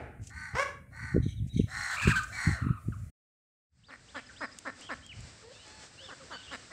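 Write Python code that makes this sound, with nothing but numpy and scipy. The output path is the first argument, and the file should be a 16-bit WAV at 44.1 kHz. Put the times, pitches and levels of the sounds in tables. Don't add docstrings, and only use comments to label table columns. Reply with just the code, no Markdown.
import sys
import numpy as np
from scipy import signal
from scipy.fft import rfft, irfft, next_fast_len
from scipy.io import wavfile
from scipy.ndimage import uniform_filter1d, map_coordinates

SR = 44100
rng = np.random.default_rng(int(sys.argv[2]) if len(sys.argv) > 2 else 0)


def wrap_up_sound(samples):
    columns = np.atleast_2d(samples).T
    tamed = np.clip(columns, -1, 1)
    steps = np.round(tamed * 32767).astype(np.int16)
    wavfile.write(sys.argv[1], SR, steps)


N = 296352

# (time [s], level [dB])
LULL_LEVEL = [(0, -69), (1.4, -65), (2.2, -54.5), (3.1, -62.5)]
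GRASS_LEVEL = [(3.8, -66), (3.93, -56.5), (4.1, -50), (5.45, -49), (5.7, -46.5), (6.72, -46.5)]
# (frequency [Hz], gain [dB])
LULL_SPECTRUM = [(300, -4), (700, 2), (1000, -21), (2000, -1.5), (3200, -14.5), (6000, -14), (9000, -7),
                 (11500, -15), (15000, -17.5)]
GRASS_SPECTRUM = [(88, -14), (150, -3.5), (296, -4.5), (339, -7), (509, -6), (985, -10.5), (1700, -6.5),
                  (3220, -12.5), (5030, -8), (6600, -13.5), (7710, -8.5), (8490, -13.5), (9540, -31.5),
                  (11100, -51), (15500, -46)]
RUMBLE_SPECTRUM = [(20, -32), (40, -10), (70, -4.5), (105, -3.5), (170, -13.5), (280, -20), (600, -58)]
STALK_SPECTRUM = [(800, -36.5), (2500, 1), (4000, -5), (7500, 8), (10000, -8.5), (15000, -28.5)]
BREATH_SPECTRUM = [(500, -33.5), (1000, 4.5), (2000, -2), (3200, -4.5), (4200, 1.5), (5500, -9.5),
                   (7800, -0.5), (10500, -21.5), (15000, -23.5)]
FADING_CALL_SPECTRUM = [(150, -41), (250, -8), (758, -11), (830, -4), (978, -23.5), (1400, -13.5),
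                        (2300, -17.5), (3500, -38.5), (9000, -47), (11700, -83), (19800, -120)]
# (strongest eddy [s], level [dB], build-up [s], decay [s])
GUSTS = [(0.039, -39.5, 0.047, 0.171), (0.214, -35.5, 0.053, .06), (0.543, -27.5, 0.0105, 0.0282),
         (1.045, -31.5, 0.065, 0.055), (1.163, -8, 0.0301, 0.0555), (1.265, -18, 0.088, 0.0437),
         (1.423, -22.5, 0.087, 0.0816), (1.565, -17, 0.0387, 0.032), (1.598, -10, 0.0248, 0.0244),
         (1.641, -21.5, 0.0218, 0.023), (2.077, -9.5, 0.0355, 0.042), (2.167, -35, 0.0157, 0.0286),
         (2.475, -12, 0.0176, 0.0611), (2.624, -22, 0.01, 0.049), (2.667, -17.5, 0.039, 0.0413),
         (2.706, -15, 0.0094, 0.026), (2.885, -20.5, 0.0354, 0.035), (3.02, -33, 0.149, 0.139),
         (5.19, -33.5, 0.0655, 0.137)]
# (time [s], peak [dB], t60 [s])
SNAPS = [(0.271, -32.5, 0.045), (0.294, -39, 0.078), (2.234, -28.5, 0.048), (4.587, -24, 0.0142),
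         (4.81, -30.5, 0.013), (5.0643, -30, 0.0142), (5.206, -34.5, 0.024)]
# (start [s], length [s], level [dB])
RUSTLES = [(.21, 0.109, -52), (1.466, 0.0364, -55), (2.24, 0.16, -47), (2.8, 0.324, -63.5)]
SCRATCHES = [(1.21, 0.1405, -52), (1.52, 0.142, -49.5)]
TWEETS = [(4.263, 0.013, -49.5), (4.382, 0.095, -48.5), (4.516, .018, -46.5)]
# (centre [Hz], width [Hz], gain [dB])
FAR_THROAT = [(507, 182, 11.5), (880, 280, -8.5), (1784, 305, -4.5), (2620, 490, -12.5), (3340, 320, -10),
              (4130, 290, -16), (4490, 840, -5)]
PIPING_THROAT = [(1680, 670, -13.5), (2853, 480, 3), (3700, 370, 2), (4400, 520, -11), (5260, 450, -9.5)]
SCRATCH_THROAT = [(2257, 250, -0.5), (3220, 190, -3), (3860, 250, 2.5), (6145, 653, -3), (7900, 530, -15),
                  (9320, 820, -14)]
DUCK_THROAT = [(258.8, 98, -4), (551.8, 137.4, -5.5), (785.5, 312, -10), (1108.4, 110, -4.5),
               (1401, 222, -2.5), (1792, 172.7, 2), (2150, 414, -8.5), (4066, 355, -18.5), (5083, 400, -19),
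               (7950, 666, -24.5)]
HONK_THROAT = [(537, 316, 3.5), (1079.2, 540, 4.5), (1607, 580, 3), (2290, 280, 3), (2790, 1200, -19.5),
               (3320, 460, -19.5), (3800, 430, -23.5), (4520, 240, -19), (5480, 380, -13.5),
               (6194, 410, -10.5), (7400, 900, -18), (9200, 780, -19.5), (12145, 3000, -50.5)]
RASP_THROAT = [(1164.7, 150, -7), (1521.6, 240, 1), (1920, 190, 4.5), (2164, 170.05, -2), (4380, 300, -4),
               (5847, 400, -12.5), (6920, 370, -13.5), (8000, 400, -12.5), (9100, 530, -15.5),
               (12570, 3000, -41.5)]
# (start [s], length [s], level [dB], first [Hz], middle [Hz], last [Hz], roughness [0-1])
FAR_CALLS = [(5.423, .11, -45, 428.9, 471.6, 631.3, 0.19), (5.65, .21, -50, 847.2, 868.3, 842, 0),
             (6.0, .07, -49, 554, 531.8, 482.1, 0), (6.198, .05, -47.5, 566.3, 526.5, 476, 0)]
WHINE = [(6.322, 0.054, -38, 1546, 1490, 1509, 0.38)]
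PIPING = [(5.514, .07, -51, 746.5, 887, 905.4, 0), (5.589, 0.068, -50, 938, 1030, 980, 0.12),
          (5.976, .135, -43.5, 1317, 1780, 1233, 0), (6.326, 0.1, -45.5, 1499, 1498, 1414, 0.37)]
SECOND_VOICE = [(1.962, .2, -29.5, 2414, 2553, 2401, .55), (2.326, .085, -40, 2305, 2265, 2181, .05)]
GRUMBLE = [(2.505, 0.26, -40, 1524, 1337, 1228, .55)]
# (start [s], length [s], level [dB], top [Hz], last [Hz], rise [share], roughness [-])
PEEPS = [(1.227, 0.0683, -53.5, 3900, 3515, 0.15, 0.66), (1.289, 0.049, -56, 3200, 3142, 0.096, 0.43),
         (1.367, 0.0322, -56.5, 3740, 3324, .05, 0.24), (1.496, 0.0386, -52, 3880, 3780, 0.044, 0.11),
         (1.548, 0.0752, -50, 3900, 2133, 0.0735, 0.75), (3.867, 0.046, -55, 4760, 2386, 0.0585, 0.19),
         (4.147, 0.0694, -46.5, 3152, 2235, 0.0546, 1.24), (4.813, .093, -46, 3239, 2007, 0.558, 0.47),
         (5.026, 0.071, -50, 3235, 3153, 0.2455, 0.1), (5.092, .04, -41, 2998, 1994, 0.019, 0.13),
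         (6.429, 0.0485, -47, 3500, 2830, 0.059, 0.53), (6.478, 0.076, -44, 3021, 2780, 0.294, 0.43)]
# (start [s], level [dB])
PIPS = [(3.835, -56), (4.083, -51), (4.361, -47.5)]
# (start [s], level [dB], first pitch [Hz])
CLUCKS = [(2.765, -42, 1437), (2.921, -44, 1505), (4.289, -44, 1867), (5.418, -54, 1407),
          (6.201, -48.5, 1398)]
# (start [s], length [s], level [dB], first [Hz], last [Hz], roughness [0-1],
# throat tuning [ratio], treble [dB])
QUACKS = [(3.884, 0.08, -44.5, 290.6, 230.6, 0.3, 1.042, 1),
          (4.144, .056, -35.5, 335.1, 221.9, 0.08, 0.976, 2),
          (4.406, .054, -31, 378.5, 212.6, 0.01, 1.011, -4.5),
          (4.65, .056, -33, 365.5, 212.9, 0.08, 0.986, -4),
          (4.89, .055, -32.5, 385.2, 205.6, 0.07, 0.986, 0),
          (6.084, 0.058, -41.5, 406, 232.8, 0.06, 0.866, -17),
          (6.3, .064, -38.5, 375.2, 227.2, 0.06, 0.856, 6),
          (6.509, 0.054, -36, 317, 214.1, 0.07, 0.971, 8.5),
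          (6.703, 0.047, -44.5, 374.4, 233.4, 0.26, 1.18, 1)]
# (time [s], pitch [Hz], level [dB], roughness [0-1])
HONK_CONTOUR = [(.53, 389.4, -50, 0.58), (.546, 413.2, -41, 0.52), (.555, 432.2, -26, 0.31),
                (.575, 502.1, -27, 0.21), (.598, 545.4, -20, 0.05), (.615, 565.4, -24.5, 0.01),
                (.632, 555.4, -27.5, 0.14), (.645, 540.4, -42, 0.1), (.655, 535, -65, 0.01)]
# (time [s], throat tuning [ratio])
HONK_TUNING = [(.53, 0.828), (.595, 0.922), (.655, 1)]
# (time [s], level [dB])
SQUEAL_EFFORT = [(1.9, -38.5), (1.91, -33), (1.98, -34.5), (2.09, -28.5), (2.118, -24), (2.14, -30.5),
                 (2.172, -23), (2.25, -40.5)]
# (start [s], length [s], first [Hz], last [Hz])
BREAKS = [(1.877, 0.0846, 1448, 1580), (2.017, 0.0367, 1718, 1522), (2.072, 0.0345, 1723, 1560),
          (2.107, 0.0195, 1757, 1495), (2.157, 0.039, 1591, 1523)]
# (start [s], end [s], level [dB], top pitch [Hz], throat tuning [ratio], treble [dB],
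# roughness [0-1])
RASPS = [(0.287, 0.57, -38.5, 306.1, 1.0066, -6.5, 0.41), (0.908, 1.197, -38.5, 304.9, 1.005, -8, 0.54),
         (1.667, 2.01, -30.5, 280.3, 0.9587, -1, 0.5), (2.296, 2.6, -30, 282.3, 0.9836, -2, 0.66)]
# (frequency [Hz], t60 [s])
YARD_T60 = [(200, 1), (550, .3), (1700, 0.4304), (3000, 0.37), (5000, 0.318), (12000, 0.338)]
# (time [s], offset [dB])
THRESHOLD = [(150, -100), (400, -82), (1200, -91.5), (3200, -92), (5200, -93), (8000, -95.5), (11000, -115)]
THRESHOLD_SHIFT = [(3.8, -3), (4.1, -41)]
# (time [s], gain [dB])
DROPOUT = [(3.1, -6), (3.114, -63), (3.66, -64), (3.73, -17), (3.8, -8)]

SECOND_SPOT_S = DROPOUT[1][0]


def amp(db):
    return 10 ** (np.asarray(db) / 20)


def unit(x):
    return x / np.sqrt(np.mean(x ** 2) + 1e-20)


def along(points, hz):
    f, v = np.transpose(points)
    return np.interp(np.log(hz + 1), np.log(f + 1), v)


def level(rows):
    return amp(np.interp(np.arange(N) / SR, *np.transpose(rows)))


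def wobble(rate_hz, size):
    knots = rng.standard_normal(int(size * rate_hz / SR) + 4)
    return map_coordinates(knots, [np.arange(size) * rate_hz / SR], mode="nearest")


def colour(x, points, ratio=1, treble_db=0):
    m = 2 * next_fast_len(len(x) // 2 + 4096)
    hz = np.fft.rfftfreq(m, 1 / SR)
    db = along(points, hz / ratio) + treble_db * along([(1900, 0.094), (2900, 0.898)], hz)
    cepstrum = irfft(np.log(amp(db)))
    cepstrum[1:m // 2] *= 2
    cepstrum[m // 2 + 1:] = 0
    return irfft(rfft(x, m) * np.exp(rfft(cepstrum)))[:len(x)]


def noise(points, size):
    return unit(colour(rng.standard_normal(size), points))


def add(track, start_s, x):
    part = track[max(round(start_s * SR), 0):][:len(x)]
    part += x[:len(part)]


def arch(u, edge):
    return np.abs(np.sin(np.pi * u)) ** edge


def controls(rows):
    s, *cols = np.transpose(rows)
    return [np.interp(np.arange(s[0], s[-1], 1 / SR), s, c) for c in cols]


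def glide(start_s, length_s, db, first_hz, middle_hz, last_hz, rough):
    u = np.linspace(0, 1, 100)
    onset_hz = (first_hz - middle_hz) * (1 - 2 * u)
    ending_hz = (last_hz - middle_hz) * (2 * u - 1) ** 2
    hz = middle_hz + np.where(u < .5, onset_hz, ending_hz)
    swell_db = db - 18.5 * (1 - arch(u, edge=0.13))
    return np.column_stack([start_s + length_s * u, hz, swell_db, np.full_like(u, rough)])


def trilled(rows, depth, rate_hz=61.63):
    s, hz, db, rough = np.transpose(rows)
    return np.column_stack([s, hz * (1 + depth * np.sin(2 * np.pi * rate_hz * (s - s[0]))), db, rough])


def resonances(modes):
    hz = np.geomspace(20, SR / 2, 1200)
    gain = sum(amp(db) / (1 + ((hz * hz - centre * centre) / (hz * width)) ** 2)
               for centre, width, db in modes)
    return np.column_stack([hz, 20 * np.log10(gain + 1e-4)])


def moving_throat(source, modes, ratio, treble_db=0, count=5):
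    stops = np.linspace(ratio.min(), ratio.max() + 1e-6, count)
    return sum(np.interp(ratio, stops, share) * colour(source, resonances(modes), stop, treble_db)
               for stop, share in zip(stops, np.eye(count)))


def syrinx(hz, rough, jitter, shimmer_db):
    size, rate_hz = len(hz), np.mean(hz)
    cycles = np.cumsum(hz * (1 + jitter * wobble(rate_hz, size))) / SR
    offset = (cycles % 1 - .5) * SR / hz
    pulses = np.sinc(offset) * np.exp(-(offset / 6) ** 2) * amp(shimmer_db * wobble(rate_hz, size))
    air = rng.standard_normal(size) * np.sin(np.pi * cycles) ** 4
    share = np.clip(rough, 0, 1)
    return np.sqrt(1 - share) * unit(pulses - pulses.mean()) + np.sqrt(share) * unit(air)


def voiced(rows, throat, jitter):
    out = np.zeros(N)
    hz, db, rough = controls(rows)
    source = syrinx(hz, rough, jitter, shimmer_db=1.89)
    add(out, rows[0][0], amp(db) * unit(colour(source, resonances(throat))))
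    return out


def whistle(rows, flutter_hz, depth, overtone_db=0, partials=3):
    out = np.zeros(N)
    hz, db, rough = controls(rows)
    phase = 2 * np.pi * np.cumsum(hz * (1 + depth * rough * wobble(flutter_hz, len(hz)))) / SR
    tone = sum(amp(overtone_db * np.log2(k)) * np.sin(k * phase) for k in range(1, partials + 1))
    flutter = amp(5.3 * rough * wobble(flutter_hz, len(hz)))
    add(out, rows[0][0], amp(db) * unit(tone * flutter))
    return out


def swishes(rows, spectrum, flicker_hz=69.65, flicker_db=3):
    out = np.zeros(N)
    for start_s, length_s, db in rows:
        u = np.linspace(0, 1, int(length_s * SR))
        swell = amp(db + flicker_db * wobble(flicker_hz, len(u))) * arch(u, edge=0.93)
        add(out, start_s, swell * noise(spectrum, len(u)))
    return out


def grass():
    lull = level(LULL_LEVEL) * noise(LULL_SPECTRUM, N) * amp(1.3 * wobble(15, N))
    hiss = level(GRASS_LEVEL) * noise(GRASS_SPECTRUM, N) * amp(1.85 * wobble(19, N))
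    return np.where(np.arange(N) / SR > SECOND_SPOT_S, hiss, lull)


def eddy(db):
    t = np.arange(-SR // 25, SR // 25) / SR
    hz = 98.2 + 228.6 * amp(db)
    churn = (0.512 + 1.8 * amp(db)) * wobble(3 * hz, len(t))
    return amp(db) * np.sin(2 * np.pi * (hz * t + rng.random()) + churn) / np.cosh(t * hz / 0.4123)


def wind(gap_s=.019, fall_db=19.5, wake_db=-29, wake_s=0.088):
    t, out = np.arange(N) / SR, np.zeros(N)
    rumble = amp(np.where(t < SECOND_SPOT_S, -52, -60.5))
    steps = np.arange(-8, 9)
    for peak_s, db, build_s, decay_s in GUSTS:
        late, stray = rng.standard_normal((2, len(steps))) * (steps != 0)
        offsets_s = gap_s * (steps + 0.15164 * late)
        drops_db = fall_db * np.abs(np.maximum(-offsets_s / build_s, offsets_s / decay_s)) ** 1.3
        for offset_s, eddy_db in zip(offsets_s, db - drops_db + 1.5 * stray):
            shove = eddy(eddy_db)
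            add(out, peak_s + offset_s - len(shove) / SR / 2, shove)
        wake = amp(db + wake_db) * np.exp(-np.abs(t - peak_s) / wake_s) * (t > peak_s)
        rumble = np.hypot(rumble, wake)
    out += rumble * amp(3.3 * wobble(14, N)) * noise(RUMBLE_SPECTRUM, N)
    return colour(out, [(20, -23.5), (55, 8.0), (450, 2.5), (900, -20), (2000, -52.5)])


def stalks():
    out, t = swishes(RUSTLES, STALK_SPECTRUM), np.arange(SR // 10) / SR
    for start_s, db, t60_s in SNAPS:
        snap = colour(rng.standard_normal(len(t)) * amp(-60 * t / t60_s), STALK_SPECTRUM)
        add(out, start_s, amp(db) * snap / np.abs(snap).max())
    return out


def yard(x, build_s=0.029):
    hz, t, bands = signal.stft(rng.standard_normal(SR // 2), SR, nperseg=256)
    decay = amp(-60 * t / along(YARD_T60, hz)[:, None])
    tail = signal.istft(bands * decay * (1 - np.exp(-t / build_s)), SR, nperseg=256)[1]
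    return signal.fftconvolve(x, tail / np.linalg.norm(tail))[:N]


def far_fowl():
    calls = sum(voiced(glide(*call), FAR_THROAT, jitter=0.0035) for call in FAR_CALLS)
    whine = sum(whistle(glide(*call), flutter_hz=295.6, depth=0.096, overtone_db=-2) for call in WHINE)
    return calls + whine


def piping():
    return sum(voiced(trilled(glide(*call), depth=.024), PIPING_THROAT, jitter=0.0064) for call in PIPING)


def chicks(pip_s=0.026, pip_hz=(2693, 3470, 4280), tweet_hz=(4960, 5050, 4700)):
    out, u = swishes(SCRATCHES, resonances(SCRATCH_THROAT)), np.linspace(0, 1, 100)
    for start_s, length_s, db, top_hz, last_hz, rise, rough in PEEPS:
        before = np.clip(1 - u / rise, 0, 1)
        after = np.clip((u - rise) / (1 - rise), 0, 1)
        hz = top_hz * (1 - 0.13 * before ** 1.7) - (top_hz - last_hz) * after ** 2.5
        swell_db = db - 16 * (1 - arch(u, edge=0.022))
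        rows = np.column_stack([start_s + length_s * u, hz, swell_db, np.full_like(u, rough)])
        out += whistle(trilled(rows, depth=.1 * rough), flutter_hz=679, depth=0.064, partials=1)
    pips = [glide(start_s, pip_s, db, *pip_hz, rough=0.18) for start_s, db in PIPS]
    tweets = [glide(*row, *tweet_hz, rough=0.119) for row in TWEETS]
    return out + sum(whistle(rows, flutter_hz=702, depth=0.141, partials=1) for rows in pips + tweets)


def clucks(length_s=0.0263, fall=0.2835):
    out = np.zeros(N)
    for start_s, db, hz in CLUCKS:
        rows = glide(start_s, length_s, db, hz, hz * (1 - fall / 2), hz * (1 - fall), rough=0.243)
        out += whistle(rows, flutter_hz=423, depth=0.235, overtone_db=-18.5)
    return out


def duck(shut_tuning=0.696, opening_share=0.432):
    out = np.zeros(N)
    for start_s, length_s, db, first_hz, last_hz, rough, tuning, treble_db in QUACKS:
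        u = np.linspace(0, 1, int(length_s * SR))
        hz = last_hz + (first_hz - last_hz) * (1 - u) ** 1.4
        source = syrinx(hz, rough, jitter=0.045, shimmer_db=2.0)
        bill = shut_tuning + (1 - shut_tuning) * np.clip(u / opening_share, 0, 1)
        quack = unit(moving_throat(source, DUCK_THROAT, tuning * bill, treble_db))
        add(out, start_s, amp(db + 3.7548) * arch(u ** 1.194, edge=0.369) * quack)
    return out


def honk():
    out, start_s = np.zeros(N), HONK_CONTOUR[0][0]
    hz, db, rough = controls(HONK_CONTOUR)
    tuning = np.interp(start_s + np.arange(len(hz)) / SR, *np.transpose(HONK_TUNING))
    source = syrinx(hz, rough, jitter=.013, shimmer_db=2.79)
    add(out, start_s, amp(db) * unit(moving_throat(source, HONK_THROAT, tuning)))
    return out


def squeal(low_hz=1225.8, flip_s=0.0065, clears_at_s=2.11, clearing_s=.015):
    effort_db, = controls(SQUEAL_EFFORT)
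    t = SQUEAL_EFFORT[0][0] + np.arange(len(effort_db)) / SR
    in_break, notes = np.zeros(len(t)), []
    for start_s, length_s, first_hz, last_hz in BREAKS:
        in_break += (t > start_s) & (t < start_s + length_s)
        notes += [(start_s, first_hz), (start_s + length_s, last_hz)]
    upper = uniform_filter1d(in_break, int(flip_s * SR))
    hz = low_hz + (np.interp(t, *np.transpose(notes)) - low_hz) * upper
    rough = 0.15 + 0.35 * (1 - np.tanh((t - clears_at_s) / clearing_s)) / 2
    voice_db = effort_db + 2.3 + 3 * upper - 9 * rough
    out = whistle(np.column_stack([t, hz, voice_db, rough]), flutter_hz=588.2, depth=0.2, overtone_db=-19)
    out += sum(whistle(glide(*call), flutter_hz=377, depth=.12, overtone_db=-27) for call in SECOND_VOICE)
    out += sum(whistle(glide(*call), flutter_hz=452, depth=0.1693, overtone_db=-18) for call in GRUMBLE)
    spit_db = 0.3553 * effort_db - 34 + 8 * upper + 9.9 * rough + 1.4 * wobble(160, len(t))
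    spit = amp(spit_db) * noise(BREATH_SPECTRUM, len(t))
    add(out, t[0], spit * arch(np.linspace(0, 1, len(t)), edge=0.28))
    return out


def fading_call(db=-37.5, fall_db_per_s=111):
    return amp(db - fall_db_per_s * np.arange(N) / SR) * noise(FADING_CALL_SPECTRUM, N)


def rasps(sag=.11, drone_sag=.55):
    out = np.zeros(N)
    for start_s, end_s, db, top_hz, tuning, treble_db, rough in RASPS:
        u = np.linspace(0, 1, int((end_s - start_s) * SR))
        slack = 1 - arch(u ** .85, edge=.5)
        bend = 1 - sag * slack
        source = syrinx(top_hz * bend, rough, jitter=.048, shimmer_db=2.5)
        call = unit(moving_throat(source, RASP_THROAT, tuning * bend, treble_db))
        air = amp(-12.5 + 1.5 * treble_db) * noise(BREATH_SPECTRUM, len(u))
        add(out, start_s, amp(db) * arch(u, edge=1.098) * (call + air))
        t = start_s + (end_s - start_s) * u
        drone_hz = 3 * top_hz * (1 - drone_sag * slack ** 1.3)
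        drone_db = db - 16 - 22 * (1 - arch(u ** 1.417, edge=0.18))
        drone = np.column_stack([t, drone_hz, drone_db, np.full_like(u, rough)])
        out += whistle(drone, flutter_hz=406.9, depth=0.1183, partials=1)
    return out


def scene():
    sends_db = [(honk(), -6), (rasps() + fading_call(), -7.5), (squeal(), -12), (duck(), -16),
                (chicks() + clucks() + piping(), -7.5), (far_fowl(), -11)]
    birds = sum(bird for bird, _ in sends_db)
    echoes = yard(sum(amp(db) * bird for bird, db in sends_db))
    return (birds + echoes + stalks() + wind() + grass())[None]


def suppress(x, floor_db=-16):
    hz, t, bands = signal.stft(x, SR, nperseg=1024)
    power = uniform_filter1d(np.abs(bands) ** 2, size=5, axis=-2)
    power = np.abs(uniform_filter1d(power, size=5, axis=-1))
    threshold = amp(along(THRESHOLD, hz)[:, None] + np.interp(t, *np.transpose(THRESHOLD_SHIFT)))
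    gain = np.maximum(power / (power + threshold ** 2), amp(floor_db))
    return signal.istft(bands * gain, SR, nperseg=1024)[1][:, :N]


def record(dry):
    m, top_hz = next_fast_len(N + SR // 2), 15650
    passband = np.fft.rfftfreq(m, 1 / SR) < top_hz
    return irfft(rfft(suppress(dry) * level(DROPOUT), m) * passband, m)[:, :N]


dry = scene()
out = record(dry)
wrap_up_sound(out)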